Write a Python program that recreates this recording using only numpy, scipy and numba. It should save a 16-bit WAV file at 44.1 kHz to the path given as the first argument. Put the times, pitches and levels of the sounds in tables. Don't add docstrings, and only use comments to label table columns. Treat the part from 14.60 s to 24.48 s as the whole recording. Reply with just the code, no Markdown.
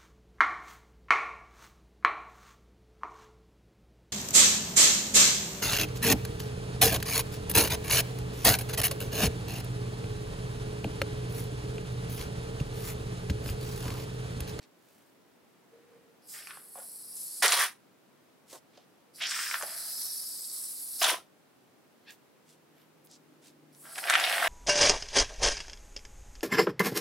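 import sys
import numpy as np
from scipy import signal
from scipy.fft import rfft, irfft
from scipy.io import wavfile
from scipy.ndimage import uniform_filter1d
from numba import njit

SR = 44100
rng = np.random.default_rng(int(sys.argv[2]) if len(sys.argv) > 2 else 0)


def to_wav(sig):
    pcm = np.clip(np.atleast_2d(sig), -1, 1) * 32767
    pcm = np.round(pcm).astype(np.int16)
    wavfile.write(sys.argv[1], SR, pcm.T)


N = 435708
TIME = np.arange(N) / SR


def undb(db):
    return np.exp(np.asarray(db) * np.log(10) / 20)


def unit(x):
    return x / np.sqrt(np.mean(x ** 2) + 1e-20)


def steady(x):
    return x / np.sqrt(np.abs(uniform_filter1d(x ** 2, size=1800)) + 1e-12)


def drift(rate):
    step = max(int(SR / rate), 1)
    stairs = np.repeat(rng.standard_normal(N // step + 1), step)
    return unit(uniform_filter1d(stairs, step)[:N])


def envelope(s, hold_s, rise_s, fade_s):
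    span = slice(max(int((s - rise_s) * SR), 0), int((s + hold_s + fade_s) * SR))
    away = np.maximum((s - TIME[span]) / rise_s, (TIME[span] - s - hold_s) / fade_s)
    return span, undb(-60 * np.maximum(away, 0))


def curves(table):
    s, *columns = np.transpose(table)
    span = slice(max(int(s[0] * SR), 0), int(s[-1] * SR))
    gains = np.zeros((len(columns), N))
    gains[:, span] = undb([np.interp(TIME[span], s, column) for column in columns])
    gains[0] = uniform_filter1d(gains[0], size=90)
    return gains


def add(out, s, sound):
    i = max(int(s * SR), 0)
    out[i:i + len(sound)] += sound[:N - i]


def colour(x, points, size=2048):
    hz, db = np.transpose(points)
    grid = np.maximum(np.fft.rfftfreq(size, 1 / SR), 1)
    gains = undb(np.interp(np.log(grid), np.log(hz), db))
    cepstrum = irfft(np.log(gains))
    cepstrum[1:size // 2] *= 2
    cepstrum[size // 2 + 1:] = 0
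    response = irfft(np.exp(rfft(cepstrum)))
    return signal.oaconvolve(np.float32(x), np.float32(response))[:len(x)].astype(float)


def band(x, hz, octaves, order=2):
    edges = np.clip(hz * 2 ** (np.array([-.5, .5]) * octaves), [10, 20], [SR * .4, SR * .47])
    return signal.sosfilt(signal.butter(order, edges, "band", fs=SR, output="sos"), x + 1e-18)


@njit
def resonance(x, hz, width):
    out, band_state, low_state = np.empty(len(x)), 0., 0.
    for i in range(len(x)):
        g = np.tan(np.pi * hz[i] / SR)
        ring = (band_state + g * (x[i] - low_state)) / (1 + g * (g + width))
        band_state = 2 * ring - band_state
        low_state += 2 * g * ring
        out[i] = width * ring
    return out


# f/Hz, level/dB
RUMBLE_COLOUR = [(15, -91), (25, -58), (59, -32), (77, -20), (144, -7.5), (253, -4), (421, -6), (457, -6.5),
                 (552, -9), (826, -12), (1200, -15), (1300, -15.5), (4150, -24.5), (6550, -28),
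                 (15500, -30)]
# f/Hz, level/dB
RUMBLE_WIDTH = [(50, -11), (130, -3.5), (300, -2.5), (1000, -3), (4000, -1.5), (12000, -0.5)]

def room_rumble(db=-64.5):
    mid, side = (unit(colour(rng.standard_normal(N), RUMBLE_COLOUR, size=8192)) for _ in range(2))
    side = colour(side, RUMBLE_WIDTH)
    return undb(db + 0.14 * drift(5.3)) * np.array([mid + side, mid - side])


# middle t/s, half length/s, level/dB, f/Hz, width/octaves
HAND_STROKES = [(0.028, 0.036, -61.5, 3360, 1.7), (.35, 0.27, -67.5, 5000, 4.9),
                (1.297, 0.31, -72.5, 1600, 0.9), (3.933, 0.075, -50, 5200, 2.3),
                (3.947, 0.047, -49, 600, 1.6), (4.186, 0.038, -58, 600, 1),
                (4.179, 0.097, -64.5, 3400, 1.3), (7.521, 0.056, -58, 8000, 8.6),
                (7.909, 0.079, -64, 4900, 2.1), (8.208, 0.11, -73, 12350, 0.42),
                (8.203, .1, -68.5, 2190, 1.8), (8.459, 0.023, -61, 12500, 0.78),
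                (8.534, 0.057, -56, 5350, 1.03), (8.866, 0.076, -59, 3860, 2.8)]

def rubs():
    out = np.zeros(N)
    grain = rng.standard_normal(N) * undb(2.7 * drift(300))
    for s, half_s, db, hz, octaves in HAND_STROKES:
        swell = np.hanning(int(2 * half_s * SR))
        start = max(int((s - half_s) * SR), 0)
        stroke = unit(band(grain[start:start + len(swell)], hz, octaves))
        add(out, s - half_s, undb(db) * swell * stroke)
    return out


# t/s, peak level/dB, f/Hz
CAP_TICKS = [(0.03, -48, 5500), (3.905, -46, 10000), (7.507, -32, 10000), (7.907, -44, 6000),
             (8.45, -42.5, 13500), (8.472, -46, 5500), (8.514, -38.5, 6000), (9.149, -44, 4200)]

def ticks(ring_s=0.00034):
    out, t = np.zeros(N), TIME[:600]
    for s, db, hz in CAP_TICKS:
        snap = band(rng.standard_normal(len(t)) * np.exp(-t / ring_s), hz, octaves=1.5)
        add(out, s, undb(db) * snap / np.abs(snap).max())
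    return out


# t/s, hold/s, level/dB
TONE_SWELLS = [(1.138, .015, -54), (1.296, 0.056, -57.5), (1.465, .02, -65)]

def faint_tone(hz=467):
    pitch = hz * (1 + 0.018 * drift(39.8))
    tone = np.sin(2 * np.pi * np.cumsum(pitch) / SR) * undb(1.8 * drift(90))
    tone += undb(-8.5) * unit(band(rng.standard_normal(N), hz, octaves=0.23, order=1))
    out = np.zeros(N)
    for s, hold_s, db in TONE_SWELLS:
        span, swell = envelope(s, hold_s, rise_s=0.081, fade_s=0.47)
        out[span] += undb(db) * swell * tone[span]
    return out


def jet(points, chop_db, flicker_db):
    unevenness = undb(chop_db * drift(700) + flicker_db * drift(35))
    return unit(colour(rng.standard_normal(N) * unevenness, points))


def clog(x, centres_hz, drift_db):
    return x + sum(band(x, hz, .16, order=1) * (undb(drift_db * drift(7)) - 1) for hz in centres_hz)


# f/Hz, level/dB
HIGH_RING_COLOUR = [(500, -44.5), (3000, -38), (6500, -25.5), (7400, -15.5), (7900, -3.5), (9100, -6),
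                    (9900, 1.5), (10800, -3), (11900, 0), (12350, -9), (13500, -18.5), (16000, -30.5)]
LOW_RING_COLOUR = [(150, -24), (650, -4), (1100, -18.5), (2000, -14), (2500, -35.5), (3050, -33),
                   (3700, -11), (3950, -6), (5100, 1), (5700, -2), (6400, -11.5), (9000, -36.5)]
GAS_COLOUR = [(300, -32.5), (1000, -14), (2800, -20.5), (4000, -8.5), (6500, -10.5), (12800, -3.5),
              (13800, -4.5), (15000, -4), (16000, -4)]
FIZZ_COLOUR = [(500, -32), (2800, -18.5), (5500, -7.5), (7000, 0.5), (8700, 3.5), (10000, -15),
               (14000, -28.5)]
# t/s, hiss level/dB, low ring against hiss/dB
PRESS_FLOWS = [
    [(1.62, -77, 4), (1.7, -51.5, -14), (1.78, -48, -7), (1.88, -53, -5.5), (2.07, -52.5, -20.5),
     (2.21, -47, -16.5), (2.38, -48, -13), (2.6, -43.5, -13.5), (2.815, -43, -10)],
    [(4.535, -69, 2), (4.565, -53, -4), (4.67, -53.5, 15.5), (4.73, -47.5, 6.5), (4.93, -48, 4.5),
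     (4.99, -43, -8), (5.42, -38.5, -6), (5.75, -42, -7.2), (5.95, -40.5, -9), (6.28, -42, -15),
     (6.405, -41.5, -5.5)],
    [(9.125, -68, -4), (9.2, -55, -28), (9.29, -53, -6.5), (9.4, -43.5, -7), (9.5, -44, -4.5),
     (9.66, -41.8, 0), (9.74, -39.5, -6.5), (9.88, -39, -9)],
]
# low ring f/Hz, width/share of f, gas and fizz against hiss/dB
PRESS_SOUNDS = [(4950, 0.37, -16, -18.5), (4800, .9, -9, -10.5), (4170, 0.72, -9, -10)]
# t/s, hold/s, gas level/dB, fizz level/dB
GAS_RUSHES = [(1.692, 0.067, -51, -51), (2.567, 0.28, -82, -52.5), (4.69, 0.035, -62, -42.5),
              (4.76, .16, -46.5, -44), (6.403, 0.0085, -34.5, -56), (9.64, .02, -56, -63)]

def nozzle_hiss(whistle_hz=5060):
    high = undb(0.45) * jet(HIGH_RING_COLOUR, chop_db=1.53, flicker_db=0.93)
    high = clog(high, centres_hz=(8000, 9100, 10100, 11600), drift_db=1.5)
    low = jet(LOW_RING_COLOUR, chop_db=2.0, flicker_db=3.5)
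    low = clog(low, centres_hz=(4300, 4900, 5500), drift_db=2)
    gas = undb(2.5) * jet(GAS_COLOUR, chop_db=2.5, flicker_db=1.6)
    fizz = undb(0.5) * jet(FIZZ_COLOUR, chop_db=1.5, flicker_db=0.5)
    whistle = undb(-6.5) * unit(band(rng.standard_normal(N), whistle_hz, octaves=.03, order=1))
    out = np.zeros(N)
    for press, (hz, width, gas_db, fizz_db) in zip(PRESS_FLOWS, PRESS_SOUNDS):
        flow, low_gain = curves(press)
        low_ring = undb(2.0) * steady(resonance(low, np.full(N, float(hz)), width))
        out += flow * (high + low_gain * low_ring + undb(gas_db) * gas + undb(fizz_db) * fizz)
    for s, hold_s, gas_db, fizz_db in GAS_RUSHES:
        span, rush = envelope(s, hold_s, rise_s=0.067, fade_s=0.26)
        out[span] += rush * (undb(gas_db) * (gas[span] + whistle[span]) + undb(fizz_db) * fizz[span])
    return out


def bubbles(points, per_s, spread_db, clump_db):
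    places = np.flatnonzero(rng.random(N) < per_s / SR)
    sizes = undb(spread_db * np.minimum(rng.exponential(size=len(places)), 4))
    sizes *= undb(clump_db * drift(220)[places])
    rings = np.zeros(N)
    for hz in 200 * 2. ** np.arange(7):
        if points[0][0] / 2 <= hz <= 2 * points[-1][0]:
            clicks = np.bincount(places, sizes * rng.standard_normal(len(places)), N)
            rings += band(clicks, hz, octaves=1, order=1)
    return steady(colour(rings, points))


def hollow_wobble(octaves=0.13, rate=45):
    return 2 ** (octaves * drift(rate))


# f/Hz, level/dB
SMALL_BUBBLE_COLOUR = [(400, -55), (850, -15.5), (1200, -4), (1700, -5), (2400, -8.5), (3500, -5),
                       (5000, -14), (7000, -12), (15000, -46.5)]
LARGE_BUBBLE_COLOUR = [(60, -7.5), (180, -26), (330, -11), (480, -9.5), (670, 9), (820, 2), (1200, -6),
                       (2500, -55)]
# t/s, hold/s, fade/s, level/dB, large bubbles against that/dB, hollow f/Hz
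CRACKLE_FITS = [(1.745, 0.058, 0.42, -52.5, -15.5, 2100), (1.895, 0.0086, 0.41, -50, -30, 1520),
                (2.176, 0.021, 0.23, -59.5, 8, 1410), (4.618, 0.024, 0.3, -33.5, -20.5, 2370),
                (4.717, 0.15, .5, -39, -29, 1800), (4.943, 0.0069, .15, -36.5, -14, 1619),
                (5.026, .005, .2, -45.5, 3.5, 1350), (5.087, 0.044, 1.5, -53, -6, 1650),
                (9.252, 0.083, 0.46, -56, -5.5, 1480), (9.384, 0.0062, 0.051, -39.5, -3.5, 1840),
                (9.436, 0.047, 0.32, -42.5, 1, 1850), (9.501, .005, 0.047, -24, -16.5, 1830),
                (9.538, 0.016, 0.073, -23, -14.5, 1900), (9.578, 0.2, 0.8, -31.5, -5, 2010),
                (9.827, .06, .3, -31.5, -4, 1670)]

def foam_crackle():
    small = bubbles(SMALL_BUBBLE_COLOUR, per_s=1800, spread_db=2.5, clump_db=1.0)
    large = undb(0.5) * bubbles(LARGE_BUBBLE_COLOUR, per_s=650, spread_db=1.5, clump_db=1.0)
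    out, wobble = np.zeros(N), hollow_wobble()
    for s, hold_s, fade_s, db, large_db, hz in CRACKLE_FITS:
        span, flow = envelope(s, hold_s, rise_s=0.073, fade_s=fade_s)
        crackle = undb(1.5) * steady(resonance(small[span], hz * wobble[span], width=0.54))
        out[span] += undb(db) * flow * (crackle + undb(large_db) * large[span])
    return out


# t/s, peak level/dB, f/Hz, crack against the ring/dB
POCKET_BURSTS = [(1.871, -28.5, 1950, -7), (1.907, -27.5, 1820, -24), (1.972, -35, 1190, -11),
                 (2.155, -37, 694, -12), (2.187, -37.5, 630, 2), (2.831, -24, 2260, 6),
                 (2.85, -17, 1840, -6), (2.88, -6.5, 4910, -21), (2.921, -6, 3850, -9.5),
                 (2.926, -24, 1100, -5), (3.007, -20, 1580, -11), (4.622, -28, 2070, 0),
                 (4.638, -18, 2700, -31), (4.669, -22, 5300, -25), (4.71, -16.5, 4850, -12),
                 (4.79, -20, 1800, -13), (4.912, -17, 1820, -16), (4.942, -13.5, 1620, -14),
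                 (5.011, -25.5, 1210, -10), (5.024, -21, 1490, -0.5), (5.03, -32.5, 550, -20),
                 (6.427, -22.5, 2970, 12), (6.442, -10, 3700, 0), (6.498, -15, 1200, -16),
                 (6.528, -33, 403, -20), (6.543, -22, 1310, -32), (9.255, -39, 1480, -20),
                 (9.357, -28, 1853, -9), (9.381, -23.5, 1890, -2.5), (9.439, -19, 2200, -20),
                 (9.473, -19, 1900, -16), (9.498, -6.5, 2120, -5.5), (9.524, -19, 1540, -27),
                 (9.538, -8, 2030, -11), (9.553, -8, 2160, -12), (9.598, -12.5, 1810, -5.5),
                 (9.639, -10, 2760, -21), (9.648, -15, 3700, -18), (9.726, -12, 2370, -24),
                 (9.859, -14.5, 1340, -26)]

def pops(ring_cycles=2.8, shred_s=.011, crack_s=0.0047, ragged_db=4):
    out, t = np.zeros(N), TIME[:2400]
    for s, db, hz, crack_db in POCKET_BURSTS:
        tear = unit(rng.standard_normal(len(t)) * undb(ragged_db * rng.standard_normal(len(t))))
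        tear *= 1 - np.exp(-t / .0005)
        tear[SR // 1000] += undb(9) * np.sqrt(SR / hz)
        tightness = min(hz / 1800, 1)
        fade = np.exp(-t * hz / ring_cycles) + undb(-16) * np.exp(-t / shred_s)
        ring = unit(band(tear * fade, hz, octaves=1.2 * np.sqrt(tightness)))
        crack = unit(band(tear * np.exp(-t / crack_s), hz=7000, octaves=0.67, order=3))
        pop = ring + tightness * undb(crack_db - 1) * crack
        add(out, s, undb(db) * pop / np.abs(ring).max())
    return out


# f/Hz, level/dB
RASP_COLOUR = [(200, -35.5), (600, -16.5), (1020, 1), (1350, -3), (1800, -3), (2500, -6), (3600, -5),
               (4300, -8.5), (5300, -6.5), (6500, -11), (8000, -20.5), (12000, -32.5)]
GURGLE_COLOUR = [(60, -31.5), (170, -27), (260, -18), (340, -9), (480, -5), (700, 3), (1000, -11),
                 (1500, -24.5)]
SPRAY_COLOUR = [(4000, -22), (6500, -13.5), (7500, -9.5), (9500, 1.5), (11500, -4.5), (13000, -10.5),
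                (16000, -14)]
# t/s, rise/s, hold/s, level/dB, spray and gurgle against that/dB, hollow f/Hz
GAS_GULPS = [(2.825, 0.011, 0.028, -19, -5.5, -11, 1990), (2.924, 0.17, 0.015, -24.5, -3, -12.5, 4160),
             (2.992, 0.18, 0.044, -24.5, -4, -19, 1840), (6.416, .008, .036, -22.5, -8.5, -9, 3350),
             (6.484, .08, 0.015, -27, -2, -12.5, 3250), (6.522, 0.042, 0.026, -42, -10, 2, 1300),
             (9.497, .012, 0.0028, -33.5, 2, -21, 2100)]

def spurts():
    rasp = bubbles(RASP_COLOUR, per_s=5500, spread_db=1.5, clump_db=1.5)
    gurgle = undb(-3.5) * bubbles(GURGLE_COLOUR, per_s=690, spread_db=4, clump_db=4.0)
    spray = undb(-1.7) * bubbles(SPRAY_COLOUR, per_s=23000, spread_db=0.0, clump_db=1.5)
    out, wobble = np.zeros(N), hollow_wobble()
    for s, rise_s, hold_s, db, spray_db, gurgle_db, hz in GAS_GULPS:
        span, flow = envelope(s, hold_s, rise_s, fade_s=0.18)
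        hollow = undb(2.0) * resonance(rasp[span], hz * wobble[span], width=.3)
        throat = undb(-1.44) * steady(rasp[span] + hollow)
        gulp = throat + undb(spray_db) * spray[span] + undb(gurgle_db) * gurgle[span]
        out[span] += undb(db) * flow * gulp
    return out


# f/Hz, level/dB
SQUEAK_COLOUR = [(900, -17.5), (1700, 2), (2600, 1.5), (3500, 0), (5000, -5), (9000, -39.5)]

def squeak(s=7.482, db=-49.5, end_hz=848, drop_hz=228, settle_s=.012, jitter=0.06):
    span, grip = envelope(s, hold_s=.025, rise_s=.08, fade_s=.07)
    slack = (1 - np.tanh((TIME[span] - s) / settle_s + 2)) / 2
    slip_hz = (end_hz + drop_hz * slack) * (1 + jitter * drift(600)[span])
    slips = np.diff(np.floor(np.cumsum(slip_hz) / SR), prepend=0)
    voice = unit(colour(band(slips, hz=3400, octaves=5.0), SQUEAK_COLOUR))
    out = np.zeros(N)
    out[span] = undb(db) * grip * voice
    return out


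def low_hum(hz=154, hum_db=-70.5, murmur_db=-62):
    pitch = hz * (1 + 0.024 * drift(15))
    hum = np.sin(2 * np.pi * np.cumsum(pitch) / SR) * undb(3.2 * drift(9))
    murmur = unit(band(rng.standard_normal(N), hz=291, octaves=0.44))
    out = np.zeros(N)
    span, swell = envelope(s=7.88, hold_s=1.45, rise_s=.3, fade_s=1.0)
    out[span] += undb(hum_db) * swell * hum[span]
    span, swell = envelope(s=8.95, hold_s=0.11, rise_s=3.8, fade_s=2)
    out[span] += undb(murmur_db) * swell * murmur[span]
    return out


def echoes(fade_s, gap_s, size=12000):
    t = TIME[:size]
    response = rng.standard_normal(size) * undb(-60 * t / fade_s) * (t > gap_s)
    return response / np.sqrt(np.sum(response ** 2))


def scatter(x, fade_s, gap_s):
    hop = SR // 4
    padded, window = np.pad(x, (hop, 2 * hop)), np.sqrt(np.hanning(2 * hop))
    out = np.zeros(len(padded) + SR)
    for i in range(0, N + hop, hop):
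        piece = signal.fftconvolve(padded[i:i + 2 * hop] * window, echoes(fade_s, gap_s, size=4000))
        out[i:i + len(piece)] += piece
    return out[hop:hop + N]


# f/Hz, level/dB
CAN_WIDTH = [(200, -11), (1500, -11), (4500, -9.5), (7500, -5), (10000, -6), (12500, 1.5), (15000, -1)]

def room(x, early_db=-9, wall_db=-16):
    mid = x + undb(early_db) * scatter(x, fade_s=0.07, gap_s=0.0029)
    side = colour(scatter(x, fade_s=.06, gap_s=0.00034), CAN_WIDTH)
    walls = np.array([signal.oaconvolve(x, echoes(fade_s=0.14, gap_s=0.0083))[:N] for _ in range(2)])
    return np.array([mid + side, mid - side]) + undb(wall_db) * walls


def scene():
    can = rubs() + ticks() + nozzle_hiss() + foam_crackle() + pops() + spurts() + squeak()
    can = signal.sosfilt(signal.butter(2, 110, "high", fs=SR, output="sos"), can + 1e-18)
    left_right = undb([[-1.8], [-1.2]])
    return left_right * room(can) + room_rumble() + faint_tone() + low_hum()


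def record(dry, top_hz=15800):
    return signal.sosfilt(signal.ellip(10, .2, 70, top_hz, fs=SR, output="sos"), dry)


dry = scene()
out = record(dry)
to_wav(out)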